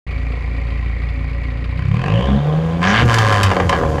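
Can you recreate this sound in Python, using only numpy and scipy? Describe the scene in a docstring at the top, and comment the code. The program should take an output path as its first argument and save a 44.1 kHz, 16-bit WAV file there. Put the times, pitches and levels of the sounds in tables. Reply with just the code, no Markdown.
"""Open exhaust, one rev

A four-cylinder car with an open exhaust idles on a driveway, heard from behind. It revs up with a
rising turbine whistle, breaks into a hard rasp near the top, then crackles and pops as the revs fall
and fuel burns in the pipe. The crank sets the beat of the low note and of the gas bursts that ring
the pipe; the house and street add a faint echo."""
import sys
import numpy as np
from scipy import signal
from scipy.fft import rfft, irfft
from scipy.io import wavfile
from scipy.ndimage import uniform_filter1d, minimum_filter1d

SR = 44100
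rng = np.random.default_rng(int(sys.argv[2]) if len(sys.argv) > 2 else 0)


def to_wav(s):
    """Save 16-bit WAV."""
    ch = np.atleast_2d(s).T  # columns
    pcm = np.round(np.clip(ch, -1, 1) * 32767)  # PCM
    wavfile.write(sys.argv[1], SR, pcm.astype(np.int16))


N = 176400
T = np.arange(N) / SR

# crank speed (time [s], speed [turns/s])
CRANK_SPEED = [(0, 28.4), (1.65, 29), (1.79, 31.7), (1.89, 33), (1.98, 40), (2.13, 54), (2.24, 63),
               (2.4, 71.9), (2.6, 80), (2.81, 85.5), (3.035, 122), (3.14, 113), (3.3, 106), (3.5, 95),
               (4, 71)]
# unevenness of the firing (time [s], level spread [dB])
UNEVENNESS = [(1.9, .5), (2.3, 1.4), (3.45, 1.6), (3.7, 4)]
# tone of the knocks and the rasp (frequency [Hz], gain [dB])
RASP_EQ = [(60, -12.5), (500, -6), (1100, -4.5), (2200, 2.5), (3500, -10), (5000, -14.5), (7500, -24),
           (15500, -52.5)]
# tone of the pops and the crackle (frequency [Hz], gain [dB])
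BURN_EQ = [(60, -35.5), (300, -1), (1100, -1.5), (2000, 1.5), (3500, -9), (5000, -11), (7500, -18.5),
           (15500, -42.5)]


def amp(db):
    """Decibels to gain."""
    return 10 ** (np.asarray(db) / 20)


def unit(x):
    """Scales to rms 1."""
    return x / np.sqrt(np.mean(x ** 2) + 1e-20)


def curve(rows, axis=1):
    """A control curve at every sample."""
    rows = np.array(rows)
    return np.interp(T, rows[:, 0], rows[:, axis])


def at_hz(points, hz):
    """Reads a table along a log-frequency axis."""
    f, value = np.transpose(points)
    return np.interp(np.log(hz + 1), np.log(f), value)


def wander(hz):
    """Smooth random drift of rms 1, up to about the given rate."""
    f = np.fft.rfftfreq(N, 1 / SR)
    return unit(irfft(rfft(rng.standard_normal(N)) * np.exp(-(f / hz) ** 2), N))


def noise_band(hz, width_hz):
    """A narrow band of noise that follows a pitch."""
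    phase = 2 * np.pi * np.cumsum(hz * np.ones(N)) / SR
    return unit(wander(width_hz) * np.cos(phase) + wander(width_hz) * np.sin(phase))


def colour(x, eq, pipe=0, tilt_db=0):
    """Minimum-phase EQ of unit energy; pipe scales the exhaust resonances, tilt is per octave."""
    # resonances of the exhaust pipe (frequency [Hz], width [Hz], lift [dB])
    resonances = [(482.5, 65, 10), (550, 24.6, 14), (739, 164, 11.5), (1038, 215, 15.5), (1202, 118, 6.5),
                  (1660, 310, 9.5), (3083, 290, 8.5), (3606, 74, 6.5), (4610, 150, 7.5)]
    f = np.fft.rfftfreq(16384, 1 / SR)
    pipe_db = sum(lift / (1 + (2 * (f - hz) / width) ** 2) for hz, width, lift in resonances)
    db = at_hz(eq, f) + pipe * pipe_db + tilt_db * np.log2(np.maximum(f, 500) / 500)
    log_gain = np.log(amp(np.r_[db, db[-2:0:-1]]))
    taps = np.fft.ifft(np.exp(signal.hilbert(log_gain).conj())).real[:4096]
    return signal.fftconvolve(x, taps / np.linalg.norm(taps))[:len(x)]


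def bursts(turns, decay_s, alternate_db, scatter_db, noise_share, floor):
    """A ragged shock and a puff of turbulence per firing; every other one is offset by alternate_db."""
    firing = (2 * turns).astype(int)
    scatter = np.clip(rng.standard_normal(1024), -2, 2)[firing]
    size = amp(scatter_db * scatter + alternate_db * (firing % 2))
    age_s = (2 * turns % 1) / (2 * curve(CRANK_SPEED))
    # the pipe holds each frequency back differently
    delay_s = decay_s / 2 * abs(wander(hz=10.29)[:N // 2 + 1])
    smear = np.exp(-2j * np.pi * np.cumsum(delay_s) * SR / N)
    shock = irfft(rfft(np.diff(firing, prepend=0) * size) * smear, N)
    puff = size * np.exp(-(age_s / decay_s) ** 2) + floor
    levelled = lambda v: v / np.sqrt(uniform_filter1d(v ** 2, SR // 4) + 1e-12)
    turbulence = levelled(puff) * rng.standard_normal(N)
    return np.sqrt(noise_share) * turbulence - np.sqrt(1 - noise_share) * levelled(shock)


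def engine_note(turns):
    """Low orders of the crank, wavering with uneven firing."""
    # firing note, two beats a turn (time [s], level [dB])
    firing = [(0, -21), (.9, -20), (1.8, -22), (2.05, -31), (2.15, -11.5), (2.24, -26), (2.32, -19),
              (2.55, -15.5), (2.77, -19), (2.94, -17), (3.0, -34.5), (3.45, -33), (4, -27)]
    # once-a-turn thud of uneven firing (time [s], level [dB])
    thud = [(0, -50), (1.95, -40.5), (2.32, -14.5), (2.46, -34.5), (3.0, -19.5), (3.06, -10), (3.11, -15),
            (3.42, -15.5), (3.49, -11.5), (3.56, -28.5), (3.67, -17), (3.74, -31.5), (4, -23)]
    # pipe boom on the higher orders (time [s], level [dB])
    boom = [(0, -34), (1.7, -32), (1.94, -16.5), (2.02, -27), (2.13, -16), (2.24, -27.5), (2.31, -13.5),
            (2.38, -16.5), (2.47, -46), (3.05, -14.5), (3.5, -32), (4, -29.5)]
    # partials of the boom (order [x crank speed], level offset [dB])
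    orders = [(2.5, -12.5), (3, 1.5), (3.5, -10), (4, -1.5), (4.5, -14.5), (5, -4)]
    firing_lag, thud_lag, pipe_lag = .06, .2, .09  # in turns
    boom_cutoff_hz = 197
    uneven_db = curve(UNEVENNESS)
    wave = lambda order, lag: -np.sqrt(2) * np.cos(2 * np.pi * order * (turns - lag))
    note = amp(curve(firing) + uneven_db * wander(hz=45)) * wave(2, firing_lag)
    note += amp(curve(thud) + uneven_db * wander(hz=36)) * wave(1, thud_lag)
    for order, db in orders:
        lowpass = 1 / np.sqrt(1 + (order * curve(CRANK_SPEED) / boom_cutoff_hz) ** 10)
        # half orders sound only through the unevenness
        size = (order % 1 == 0) + (.3 + order % 1) * np.minimum(uneven_db, 1) * wander(hz=16)
        lag = firing_lag + pipe_lag * np.log(order / 2)
        note += amp(curve(boom) + db) * lowpass * size * wave(order, lag)
    return note


def rumble():
    """A low bed of churning gas."""
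    # swell of the rumble (time [s], level [dB])
    level = [(1.85, -33), (2.15, -30), (2.32, -30), (2.48, -42), (2.95, -27), (3.055, -12.5), (3.12, -27),
             (4, -22.5)]
    # its bass-heavy tone (frequency [Hz], gain [dB])
    eq = [(15, -15.5), (70, 7), (250, -5.5), (350, -10.5), (3000, -81.5)]
    return amp(curve(level)) * colour(rng.standard_normal(N), eq)


def puffs(turns):
    """Gas puffs ring the pipe: soft at idle, sharper with speed."""
    # strength of the puffs (time [s], level [dB])
    level = [(0, -41), (1.88, -41.5), (2.0, -32.5), (2.08, -25), (2.5, -26.5), (2.79, -28.5), (2.86, -23),
             (3.05, -23.5), (3.25, -22), (3.52, -22), (3.66, -26), (3.78, -18.5), (3.9, -24), (4, -24)]
    # their dark tone (frequency [Hz], gain [dB])
    eq = [(20, -48.5), (60, -14), (180, 0), (320, 2), (420, 3), (700, -6.5), (1100, -13.5), (1500, -15),
          (2500, -28.5), (4500, -42.5), (6000, -32.5), (10000, -55.5), (15500, -50.5)]
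    softness = curve([(0, .97), (1.9, .9), (2.5, .45), (3.1, .25), (3.45, .3), (3.7, .65)])
    gas = bursts(turns, decay_s=.00506, alternate_db=-10.5, scatter_db=curve(UNEVENNESS),
                 noise_share=softness, floor=.55)
    return amp(curve(level)) * colour(gas, eq, pipe=.95)


def clatter(turns):
    """The running engine rattles in time with the firing."""
    # tone of the engine bay (frequency [Hz], gain [dB])
    eq = [(20, -7.5), (45, 18.5), (150, 14.5), (330, -8.5), (520, -18.5), (850, -20.5), (1150, 1.5),
          (1550, -7.5), (2300, 1), (3300, -11.5), (4800, -13.5), (5600, -33), (9000, -36), (15500, -48.5)]
    rattle = bursts(turns, decay_s=.014, alternate_db=7, scatter_db=3.5, noise_share=1, floor=.73)
    return amp(-35) * colour(rattle, eq)


def whistles(turns):
    """The turbine's whistle and two rings that recede as the revs rise, all throbbing once a turn."""
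    # turbine whistle (time [s], pitch [Hz], level [dB])
    turbine = [(0, 2259, -40.5), (1.92, 2234, -44.5), (2.14, 2880, -35), (2.28, 3200, -37.5),
               (2.42, 3350, -45.5), (2.8, 3184, -49.5)]
    # steady-pitched rings (pitch [Hz], width [Hz], level at idle [dB])
    idle_rings = [(261.5, 9.6, -43), (1910, 100, -45.5)]
    revs = curve(CRANK_SPEED) / CRANK_SPEED[0][1]  # 1 at idle
    jitter = 1 + .046 * np.sqrt(revs) * wander(hz=400)
    whistle = amp(curve(turbine, axis=2)) * noise_band(curve(turbine) * jitter, width_hz=170)
    rings = sum(amp(db) * noise_band(hz, width) for hz, width, db in idle_rings) / revs
    throb = 1 + .5 * np.cos(2 * np.pi * (turns - .15))
    return throb * (whistle + rings)


def hiss():
    """Escaping air, loudest just after the revs peak."""
    # swell of the hiss (time [s], level [dB])
    level = [(0, -64), (1.8, -70), (2.15, -58), (2.8, -56), (3.15, -38.5), (3.6, -46.5), (4, -48.5)]
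    # its airy tone (frequency [Hz], gain [dB])
    eq = [(1000, -30.5), (4500, -5.5), (5500, -5), (6900, -4), (8500, -13), (10200, -13.5), (12000, -18.5),
          (15500, -25.5)]
    flutter_db = 1.4 * wander(hz=62)
    return amp(curve(level) + flutter_db) * colour(rng.standard_normal(N), eq)


def pops():
    """Single explosions in the pipe: a short blast and a rush of gas."""
    # one dull pop at idle, then a volley (time [s], level [dB], treble tilt [dB/octave])
    explosions = [(.334, -32.5, -14), (3.142, -14, 4), (3.184, -7.5, 3), (3.325, -14, 2), (3.432, -5.5, 6),
                  (3.514, -6.5, -2), (3.566, -10, -4), (3.6, -8.5, -3), (3.694, -6.5, 1), (3.727, -6, -2.5),
                  (3.833, -17, -6), (3.982, -20, -5.5)]
    hold_s, decay_s, rush_db, rush_s = .0035, .0018, -14, .014
    out, t = np.zeros(N), T[:SR // 5]
    envelope = np.exp(-np.maximum(t - hold_s, 0) / decay_s) + amp(rush_db) * np.exp(-t / rush_s)
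    for start_s, db, tilt in explosions:
        pop = colour(envelope * rng.standard_normal(len(t)), BURN_EQ, pipe=.86, tilt_db=tilt)
        slot = out[round(start_s * SR):][:len(t)]
        slot += amp(db) * pop[:len(slot)]
    return out


def knocks(turns):
    """Hard knocks ring the pipe as the throttle opens."""
    # strength of the knocks (time [s], level [dB])
    level = [(1.73, -63), (1.79, -39.5), (1.89, -41.5), (1.945, -35), (2.08, -31.5), (2.25, -33),
             (2.45, -52)]
    hits = bursts(turns - .07, decay_s=.0045, alternate_db=-24, scatter_db=1, noise_share=.8, floor=.02)
    return amp(curve(level)) * colour(hits, RASP_EQ, pipe=1, tilt_db=1)


def rasp(turns):
    """At full throttle, sharp shocks in the pipe run together into a rasp."""
    # swell of the rasp (time [s], level [dB])
    level = [(2.795, -52), (2.83, -16), (2.89, -14), (3.0, -13), (3.06, -32.5), (3.12, -58)]
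    shocks = bursts(turns, decay_s=.0035, alternate_db=-11, scatter_db=1.6, noise_share=.42, floor=.06)
    return amp(curve(level)) * colour(shocks, RASP_EQ, pipe=.97)


def flares(turns):
    """Bright bands of rushing gas swell in the rasp, chopped by the firing."""
    # swells (peak time [s], half length [s], pitch [Hz], width [Hz], level [dB])
    swells = [(2.895, 0.029, 5920, 900, -34), (2.974, 0.028, 3250, 750, -25.5)]
    chop = 1 + .5 * np.cos(4 * np.pi * turns)
    return chop * sum(amp(db) * np.exp(-((T - peak_s) / half_s) ** 2) * noise_band(hz, width)
                      for peak_s, half_s, hz, width, db in swells)


def crackle(turns):
    """Fuel burns in the pipe as the revs fall, snapping about once a turn."""
    # strength of the crackle (time [s], level [dB])
    level = [(3.02, -51), (3.1, -13), (3.16, -18), (3.27, -16.5), (3.33, -13.5), (3.42, -18), (3.5, -22.5),
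             (3.65, -38), (3.75, -25), (3.86, -38.5), (4, -34)]
    snaps = bursts(turns, decay_s=.0028, alternate_db=-24, scatter_db=1.6, noise_share=.36, floor=.02)
    return amp(curve(level)) * colour(snaps, BURN_EQ, pipe=1)


def yard_echo(x):
    """Scattered echoes from the house and the street; the treble dies first."""
    # outdoor decay (frequency [Hz], time to fall 60 dB [s])
    decay = [(100, 0.48), (1000, 0.26), (12000, 0.083)]
    size, echoes_per_s, predelay_s = SR // 2, 1500, .006
    taps = rng.standard_normal(size) * (rng.random(size) < echoes_per_s / SR) * (T[:size] > predelay_s)
    hz, t, spectrum = signal.stft(taps, SR, nperseg=256)
    fade = amp(-60 * t / at_hz(decay, hz)[:, None])
    tail = signal.istft(spectrum * fade, SR, nperseg=256)[1]
    return signal.fftconvolve(x, tail / np.linalg.norm(tail))[:N]


def scene():
    """One crankshaft drives the rhythm; the engine note and rumble stay dry, the rest echoes."""
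    top_centre_s, echo_db = 1.94, -12
    turns = np.cumsum(curve(CRANK_SPEED) * (1 + .003 * wander(hz=20))) / SR
    turns = turns + 2 - np.interp(top_centre_s, T, turns) % 1  # a whole turn lands on top_centre_s
    exhaust = puffs(turns) + knocks(turns) + rasp(turns) + crackle(turns) + flares(turns) + pops()
    bright = exhaust + clatter(turns) + whistles(turns) + hiss()
    low_end = engine_note(turns) + rumble()
    return (low_end + bright + amp(echo_db) * yard_echo(bright))[None]


def record(dry):
    """The sound cuts in, a fast limiter holds the peaks and a low-pass trims the top."""
    start_s, ceiling, limiter_s, cutoff_hz = .066, .69, .004, 15600
    x = dry * np.clip((T - start_s) / .002, 0, 1)
    size = round(limiter_s * SR)
    gain = ceiling / np.maximum(abs(x), ceiling)
    limited = x * uniform_filter1d(minimum_filter1d(gain, size), size)
    lowpass = signal.firwin(401, cutoff_hz, window=("kaiser", 9), fs=SR)
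    return signal.oaconvolve(limited, lowpass[None], "same")


dry = scene()
out = record(dry)
to_wav(out)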